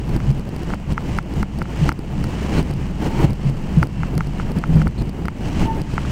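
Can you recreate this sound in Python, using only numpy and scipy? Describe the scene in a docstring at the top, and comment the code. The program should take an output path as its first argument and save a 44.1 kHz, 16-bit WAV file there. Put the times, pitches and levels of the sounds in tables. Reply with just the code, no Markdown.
"""The running gear of a commuter train rumbles and roars, heard from on board by a window.
Its filtered noise, like the rush of air, builds in surges that break off; jolts boom in the car body.
A loose fitting knocks, bumps ring the floor and small parts tick, all as decaying modes; snaps crackle.
The wheels scrape in narrow noise bands and briefly squeal on one wavering tone."""
import sys
import numpy as np
from scipy import signal
from scipy.fft import rfft, irfft, next_fast_len
from scipy.io import wavfile

SR = 44100
rng = np.random.default_rng(int(sys.argv[2]) if len(sys.argv) > 2 else 0)


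def unload_wav(signal):
    """Save mono or channel-first audio to the path in sys.argv[1] as 16-bit WAV at rate SR, clipped to [-1, 1]."""
    wavfile.write(
        sys.argv[1],
        SR,
        np.round(np.clip(np.atleast_2d(signal).T, -1, 1) * 32767).astype(np.int16),
    )


N = 269451
TIME = np.arange(N) / SR  # s

# the louder ticks of small parts in the frame: t/s, relative level/dB
TICK_TIMES = [(0.093, -38), (0.164, -33), (0.3049, -40), (0.314, -41), (0.396, -40), (0.4909, -40),
              (0.5634, -36.5), (0.6332, -39), (0.7438, -38.5), (0.9235, -36), (0.9318, -40), (1.177, -37),
              (1.1874, -34), (1.339, -39.5), (1.4282, -33.5), (1.5878, -36), (1.6253, -36.5),
              (1.8908, -26.5), (1.9252, -37), (1.9915, -40), (2.2413, -30.5), (2.6282, -36),
              (2.7115, -37.5), (2.7378, -38.5), (3.306, -38), (3.332, -37.5), (3.498, -40), (3.785, -39),
              (3.828, -36), (3.8361, -33), (3.871, -39), (4.153, -39), (4.1787, -26.5), (4.271, -39.5),
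              (4.5182, -36), (4.587, -35.5), (4.7575, -39), (4.8227, -39), (4.8782, -35), (5.022, -38),
              (5.0944, -36.5), (5.2559, -37), (5.283, -35.5), (5.817, -33.5), (5.9408, -37.5)]


def gain_of(db):
    """Decibels to amplitude."""
    return 10 ** (np.asarray(db) / 20)


def evened(x):
    """Scales to rms 1."""
    return x / np.sqrt(np.mean(x ** 2) + 1e-20)


def add(mix, s, sound):
    """Mixes a sound in at time s."""
    part = mix[max(round(s * SR), 0):][:len(sound)]
    part += sound[:len(part)]


def noise(shape):
    """Noise of rms 1 whose amplitude spectrum follows the function shape(Hz)."""
    size = next_fast_len(N)
    spectrum = rfft(rng.standard_normal(size)) * shape(np.fft.rfftfreq(size, 1 / SR))
    return evened(irfft(spectrum, size)[:N])


def coloured(points):
    """Noise with a spectrum drawn through (Hz, dB) points."""
    hz, db = np.transpose(points)
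    return noise(lambda f: gain_of(np.interp(np.log(f + 1), np.log(hz), db)))


def drift(rate_hz):
    """Random wandering of rms 1, fading out above the given rate."""
    return noise(lambda f: np.exp(-(f / rate_hz) ** 2))


def steadied(x, span_s):
    """Takes the slow swells out of a noise and keeps its flutter."""
    window = np.hanning(max(int(span_s * SR), 8))
    power = signal.oaconvolve(x ** 2, window, "same")
    return evened(x / np.sqrt(np.abs(power) + 1e-9))


def ring(modes, spread, contact_s):
    """One blow on a set of modes, swelling over the time of contact; no two blows land alike."""
    t = np.arange(SR // 20) / SR
    sound = np.zeros(len(t))
    for k, (hz, db, t60) in enumerate(modes):
        louder, sharper = rng.standard_normal(2)
        decay = gain_of(db + louder - 60 * t / t60)
        # neighbouring modes swing in opposite senses
        sound += (-1) ** k * decay * np.sin(2 * np.pi * hz * (1 + spread * sharper) * t)
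    return sound * (1 - np.exp(-(t / contact_s) ** 2))


def surging(column, cruise_db, stretch, hold_s, release_s, build_shape=1.83):
    """Gain of one layer: each surge builds, holds briefly and collapses to the running level."""
    # surges of noise: break t/s, build time/s (before stretch),
    # then relative level/dB of column 0 air rush, 1 wheel roar, 2 rumble
    surges = [(0.167, 0.061, -46, -28.5, -20.5), (0.314, 0.082, -46, -37, -22.5),
              (0.40, 0.13, -52, -32.5, -29), (0.637, 0.11, -47.5, -31.5, -39),
              (0.744, 0.083, -44, -35, -26.5), (0.927, .026, -43, -33, -21.5),
              (1.185, 0.14, -42.5, -30.5, -26), (1.426, 0.085, -44, -30, -22),
              (1.62, 0.073, -49.5, -34, -26.5), (1.891, 0.12, -38, -29, -21),
              (2.272, 0.16, -47.5, -31.5, -25.5), (2.467, 0.19, -42, -34, -30.5),
              (2.601, 0.082, -36, -22, -23), (2.714, 0.072, -49, -33.5, -32), (2.868, 0.07, -49, -39, -34),
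              (3.075, .049, -39, -25, -25.5), (3.246, 0.086, -37.5, -20.5, -21.5),
              (3.322, 0.093, -52, -32.5, -24), (3.50, 0.062, -46, -39, -26.5),
              (3.831, 0.1, -44, -27.5, -21.5), (4.07, 0.13, -48.5, -42, -27.5),
              (4.192, 0.065, -56.5, -29.5, -25), (4.413, 0.029, -44, -33.5, -34),
              (4.518, .08, -52, -31.5, -27.5), (4.588, 0.022, -44.5, -27, -26.5),
              (4.773, 0.063, -45, -26.5, -17.5), (4.821, .036, -42, -26.5, -20.5),
              (4.877, .02, -53, -30.5, -19.5), (5.019, 0.022, -49, -26, -22), (5.093, .036, -52, -39, -29),
              (5.271, 0.096, -53, -32, -28), (5.488, 0.071, -43.5, -32, -27),
              (5.647, 0.09, -37, -25.5, -19.5), (5.812, 0.2, -48, -29, -27.5),
              (5.985, 0.099, -45, -41, -30.5), (6.11, 0.13, -42, -33, -27.5)]
    # running noise between the surges: t/s, level/dB around cruise_db
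    cruise = [(0, 2), (0.5, -1), (1.25, -2.5), (2, -2.5), (2.7, 4), (3.4, 1.5), (3.65, 3.5), (3.9, -2.5),
              (4.3, 4), (4.9, -0.5), (5.35, -2.5), (6.11, 1)]
    t = TIME[::64]  # a coarse grid is enough for a level curve
    power = gain_of(cruise_db + np.interp(t, *np.transpose(cruise))) ** 2
    for s, build, *dbs in surges:
        ahead = np.maximum(s - hold_s - t, 0)
        age = np.maximum(t - s, 0)
        # build_shape: 1 = exponential growth, 2 = bell-shaped
        swell = (ahead / (build * stretch)) ** build_shape
        power += (gain_of(dbs[column]) * np.exp(-swell - age / release_s)) ** 2
    return np.interp(TIME, t, np.sqrt(power))


def dips(depth_db=3, fall_s=0.003, recovery_s=0.023):
    """Gain that dips briefly after each of the louder ticks; dips that overlap add up in dB."""
    age = np.maximum(TIME - np.array(TICK_TIMES)[:, :1], 0)
    dip = (1 - np.exp(-age / fall_s)) * np.exp(-age / recovery_s)
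    return gain_of(-depth_db * dip.sum(0))


def air(rush_db=6.5, flutter_db=1.74, draught_db=-48, whirl_db=-2.5):
    """Turbulent rush past the window with a wandering midrange whirl, over a faint steady draught."""
    # spectrum of the rush: f/Hz, relative level/dB
    rush_colour = [(200, 8), (600, 7), (950, 6.5), (1400, -2.5), (1800, -1), (2400, -1), (3000, 1),
                   (3550, -8.5), (4400, -7), (6500, -10.5), (8300, -13.5), (9000, -18), (10700, -24),
                   (12000, -45), (13300, -28), (15400, -22), (15800, -48)]
    rush = gain_of(rush_db) * coloured(rush_colour) * gain_of(flutter_db * drift(rate_hz=220))
    whirl = coloured([(500, -29), (1100, 5.5), (2000, 3), (3000, -1.0), (4000, -41.5)])
    whirl *= gain_of(whirl_db + 1.2 * drift(rate_hz=3.0))
    draught = coloured([(300, 3.5), (900, -2.5), (1500, -10.0), (2900, -2.5),
                        (3600, -21.5), (8000, -19.5), (12000, -65)])
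    level = surging(0, cruise_db=-52.5, stretch=1.38, hold_s=0.0064, release_s=0.016)
    return level * (rush + whirl) + gain_of(draught_db) * draught


def crackle(count=190, loudest_db=-29, range_db=17, snap_s=0.00055):
    """Tiny dry snaps without any ring, scattered at random."""
    out, t = np.zeros(N), np.arange(SR // 100) / SR
    for when, size, sense in rng.random((count, 3)):
        level = np.sign(sense - .5) * gain_of(loudest_db - range_db * size)
        add(out, when * N / SR, level * np.exp(-t / snap_s))
    return out


def tick_ring():
    """The short, bright ring of a small part: a few quickly decaying modes."""
    # modes of the small parts: f/Hz, relative level/dB, t60/s
    part_modes = [(2350, -27, 0.0012), (4750, 5, 0.0023), (8040, -7.5, 0.0028), (9800, 1, 0.0017),
                  (14100, -4.5, 0.0024)]
    return ring(part_modes, spread=0.0058, contact_s=0.00031)


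def rattle(count=70, loudest_db=-34, range_db=13):
    """Many fainter ticks, scattered at random."""
    out = np.zeros(N)
    for when, size in rng.random((count, 2)):
        add(out, when * N / SR, gain_of(loudest_db - range_db * size) * tick_ring())
    return out


def ticks(tick_db=12, push_db=-17, push_s=0.00075, bounce_s=.001, bounce_db=-6):
    """Each tick is a bright ring with a quick bounce, on a dull push."""
    out, u = np.zeros(N), np.arange(SR // 40) / SR / push_s
    push = gain_of(push_db) * (u * np.exp(1 - u)) ** 2
    for (s, db), (lag, sense) in zip(TICK_TIMES, rng.random((len(TICK_TIMES), 2))):
        add(out, s, gain_of(db + tick_db) * tick_ring())
        # the bounce follows after 0.5 to 1.5 times bounce_s
        add(out, s + bounce_s * (.5 + lag), gain_of(db + tick_db + bounce_db) * tick_ring())
        add(out, s, np.sign(sense - .5) * push)
    return out


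def bumps(bump_db=0, shove_db=2, shove_rise_s=0.00075, shove_decay_s=0.0036):
    """Short blows from the track shove the floor and ring it."""
    # dull bumps from the track: t/s, relative level/dB
    track_blows = [(.703, -21), (1.9922, -16), (2.241, -21), (4.179, -19), (5.9375, -12)]
    # modes of the floor: f/Hz, relative level/dB, t60/s
    floor_modes = [(164, -3, 0.036), (370, 0, 0.0099), (770, -7.5, 0.0037)]
    out, t = np.zeros(N), np.arange(SR // 20) / SR
    shove = gain_of(shove_db) * (1 - np.exp(-t / shove_rise_s)) * np.exp(-t / shove_decay_s)
    for s, db in track_blows:
        blow = ring(floor_modes, spread=0.1, contact_s=0.00034) + shove
        add(out, s, gain_of(db + bump_db) * blow)
    return out


def knocks(knock_db=8, cabin_db=-21, cabin_t60=0.023):
    """Dry knocks with a faint scatter from the walls; a harder blow favours the high modes."""
    # knocks of a loose fitting: t/s, relative level/dB, hardness/dB per octave
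    fitting_blows = [(0.2025, -26, 8), (0.7038, -24.5, -5), (0.7365, -15.5, -1.5), (0.9786, -13.5, 3),
                     (1.1865, -11, 4), (1.4298, -15, 4.5), (1.6176, -15.5, 2), (1.6551, -31, -1),
                     (1.8915, -9, 5.5), (1.918, -19, 3), (2.2409, -21.5, -5), (3.8291, -9.5, 4),
                     (4.033, -17.5, 3), (4.1789, -26, 12.5), (4.207, -15, 5), (4.3986, -20, 0),
                     (4.6385, -16, 4), (4.817, -18.5, 5), (4.8707, -18, 2.5), (5.254, -23.5, 5),
                     (5.2833, -15, 4), (5.9798, -11.5, 3), (6.0504, -25.5, 3)]
    # modes of the fitting: f/Hz, relative level/dB, t60/s
    fitting_modes = [(460, -14.5, 0.01), (882, -12, 0.023), (1359, -4.5, 0.012), (2092, -15, 0.0089),
                     (2870, -19, 0.0032), (5630, -7, 0.0009)]
    pivot_hz = fitting_modes[2][0]  # hardness tilts the modes around this one
    out, t = np.zeros(N), np.arange(SR // 8) / SR
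    for s, db, hardness in fitting_blows:
        modes = [(hz, mode_db + hardness * np.log2(hz / pivot_hz), t60)
                 for hz, mode_db, t60 in fitting_modes]
        add(out, s, gain_of(db + knock_db) * ring(modes, spread=0.01, contact_s=0.00038))
    walls = rng.standard_normal(len(t)) * gain_of(-60 * t / cabin_t60)
    scatter = signal.oaconvolve(out, walls / np.linalg.norm(walls))[:N]
    return out + gain_of(cabin_db) * scatter


def scrapes(scrape_db=-1, octave_db=-12, chatter_db=4.0):
    """Stick and slip excite one wheel mode at a time: a chattering, narrow band with its octave."""
    # brief scrapes of wheel on rail: t/s, length/s, f/Hz, half-width/Hz, relative level/dB
    rubs = [(1.35, 0.086, 6800, 700, -49), (2.493, 0.13, 4200, 230, -46.5), (2.998, 0.37, 2170, 140, -47),
            (3.832, 0.33, 2710, 55, -50.5), (4.972, .055, 4230, 260, -45), (5.39, 0.38, 2920, 170, -46.5)]
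    out = np.zeros(N)
    for s, length, hz, width, db in rubs:
        band = noise(lambda f: 1 / (1 + ((f - hz) / width) ** 2)
                     + gain_of(octave_db) / (1 + ((f - 2 * hz) / width) ** 2))
        rub = band[:int(length * SR)]
        swell = np.sin(np.linspace(0, np.pi, len(rub)))
        add(out, s, gain_of(db + scrape_db) * evened(rub) * swell)
    return out * gain_of(chatter_db * drift(rate_hz=31))


def wheel_squeal(squeal_db=0, pitch_hz=895, waver=0.0018, octave_db=-24, band_hz=28):
    """A wheel mode sings as the flange rubs: ragged when rough, pure when stick and slip lock to it."""
    # wheel flange rubbing the rail: t/s, level/dB, roughness (limited to 0-1 below)
    flange = [(2.95, -62, 1.1), (3.06, -39, 0.8), (3.19, -34.5, 1), (3.26, -59, 0.7), (5.6, -83, .5),
              (5.66, -29.5, 0.5), (5.685, -23.5, 0.1), (5.705, -23, 0.14), (5.74, -35.5, 0.3),
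              (5.79, -40, 1.04), (5.86, -50, 1), (6.11, -74, .7)]
    times, levels, roughness = np.transpose(flange)
    db = np.interp(TIME, times, levels)
    rough = np.clip(np.interp(TIME, times, roughness), 0, 1)
    phase = 2 * np.pi * np.cumsum(pitch_hz * (1 + waver * drift(rate_hz=53))) / SR
    tone = evened(np.sin(phase) + gain_of(octave_db) * np.sin(2 * phase))
    ragged = noise(lambda f: 1 / (1 + ((f - pitch_hz) / band_hz) ** 2))
    # the blend keeps the power constant
    return gain_of(db + squeal_db) * (np.sqrt(1 - rough ** 2) * tone + rough * ragged)


def car_body(shake_db=0.5, jolt_db=-2):
    """Panels boom as the rumble shakes them; each jolt swells them for a few cycles."""
    # body panel resonances: f/Hz, width/Hz, relative level/dB
    panels = [(134.2, 37, -0.5), (173.4, 79, -2.5), (203.3, 15, -6)]
    # jolts of the car body: t/s, level/dB (before jolt_db), f/Hz, swell time/s
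    body_jolts = [(0.281, -6, 137, 0.017), (1.811, -5, 145.5, 0.015), (2.177, -13, 172, 0.01),
                  (2.56, -16, 154, 0.029), (2.683, -18.5, 139, 0.028), (3.239, 0.4, 141, 0.0073),
                  (3.439, -9, 138, 0.035), (3.767, -3.5, 156, 0.014), (3.985, -16, 161, 0.018),
                  (4.152, -15, 160, 0.028), (4.563, -8.5, 159, 0.009), (4.686, -6.5, 163, 0.014),
                  (4.735, -8, 156, 0.045)]
    boom = noise(lambda f: sum(gain_of(db) / (1 + ((f - hz) / width) ** 2) ** 2
                               for hz, width, db in panels))
    shaking = surging(2, cruise_db=-30.5, stretch=1.0, hold_s=0.017, release_s=0.017)
    out = gain_of(shake_db) * shaking * steadied(boom, span_s=0.14)
    t = np.arange(SR // 5) / SR
    for s, db, hz, swell in body_jolts:
        envelope = (t / swell * np.exp(1 - t / swell)) ** 2
        add(out, s, gain_of(db + jolt_db) * envelope * np.sin(2 * np.pi * hz * t))
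    return out


def running_gear(rumble_db=2.5, roll_db=-0.5, judder_db=2.5):
    """Deep rumble, and the roar of the wheels juddering over uneven rail."""
    # spectrum of the rumble: f/Hz, relative level/dB
    rumble_colour = [(8, -49), (20, 0), (40, -9), (58, 0.5), (80, -8.5), (105, -12), (160, -20), (400, -89)]
    # spectrum of the wheel roar: f/Hz, relative level/dB
    roll_colour = [(100, -63), (190, -11), (250, 0.5), (320, -1.5), (400, -8), (520, -13), (720, -15.5),
                   (900, -17.5), (1150, -25), (2000, -31.5), (5000, -50)]
    shaking = surging(2, cruise_db=-31.5, stretch=1.0, hold_s=0.016, release_s=0.019)
    rolling = surging(1, cruise_db=-38.0, stretch=1.73, hold_s=0.0035, release_s=0.021)
    rumble = gain_of(rumble_db) * shaking * steadied(coloured(rumble_colour), span_s=0.037)
    roll = gain_of(roll_db) * rolling * steadied(coloured(roll_colour), span_s=0.075)
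    return rumble + roll * gain_of(judder_db * drift(rate_hz=40))


def scene():
    """Everything as heard at the window; only the running gear and the air dip after ticks."""
    running = (running_gear() + air()) * dips() + car_body()
    small_parts = ticks() + rattle() + crackle()
    wheels = scrapes() + wheel_squeal()
    return (running + knocks() + bumps() + small_parts + wheels)[None]


def record(dry, edge_hz=16000):
    """Full-scale clipping, then a low-pass at edge_hz."""
    lowpass = signal.firwin(255, edge_hz, window=("kaiser", 9), fs=SR)
    return signal.oaconvolve(np.clip(dry, -1, 1), lowpass[None], "same")


dry = scene()
out = record(dry)
unload_wav(out)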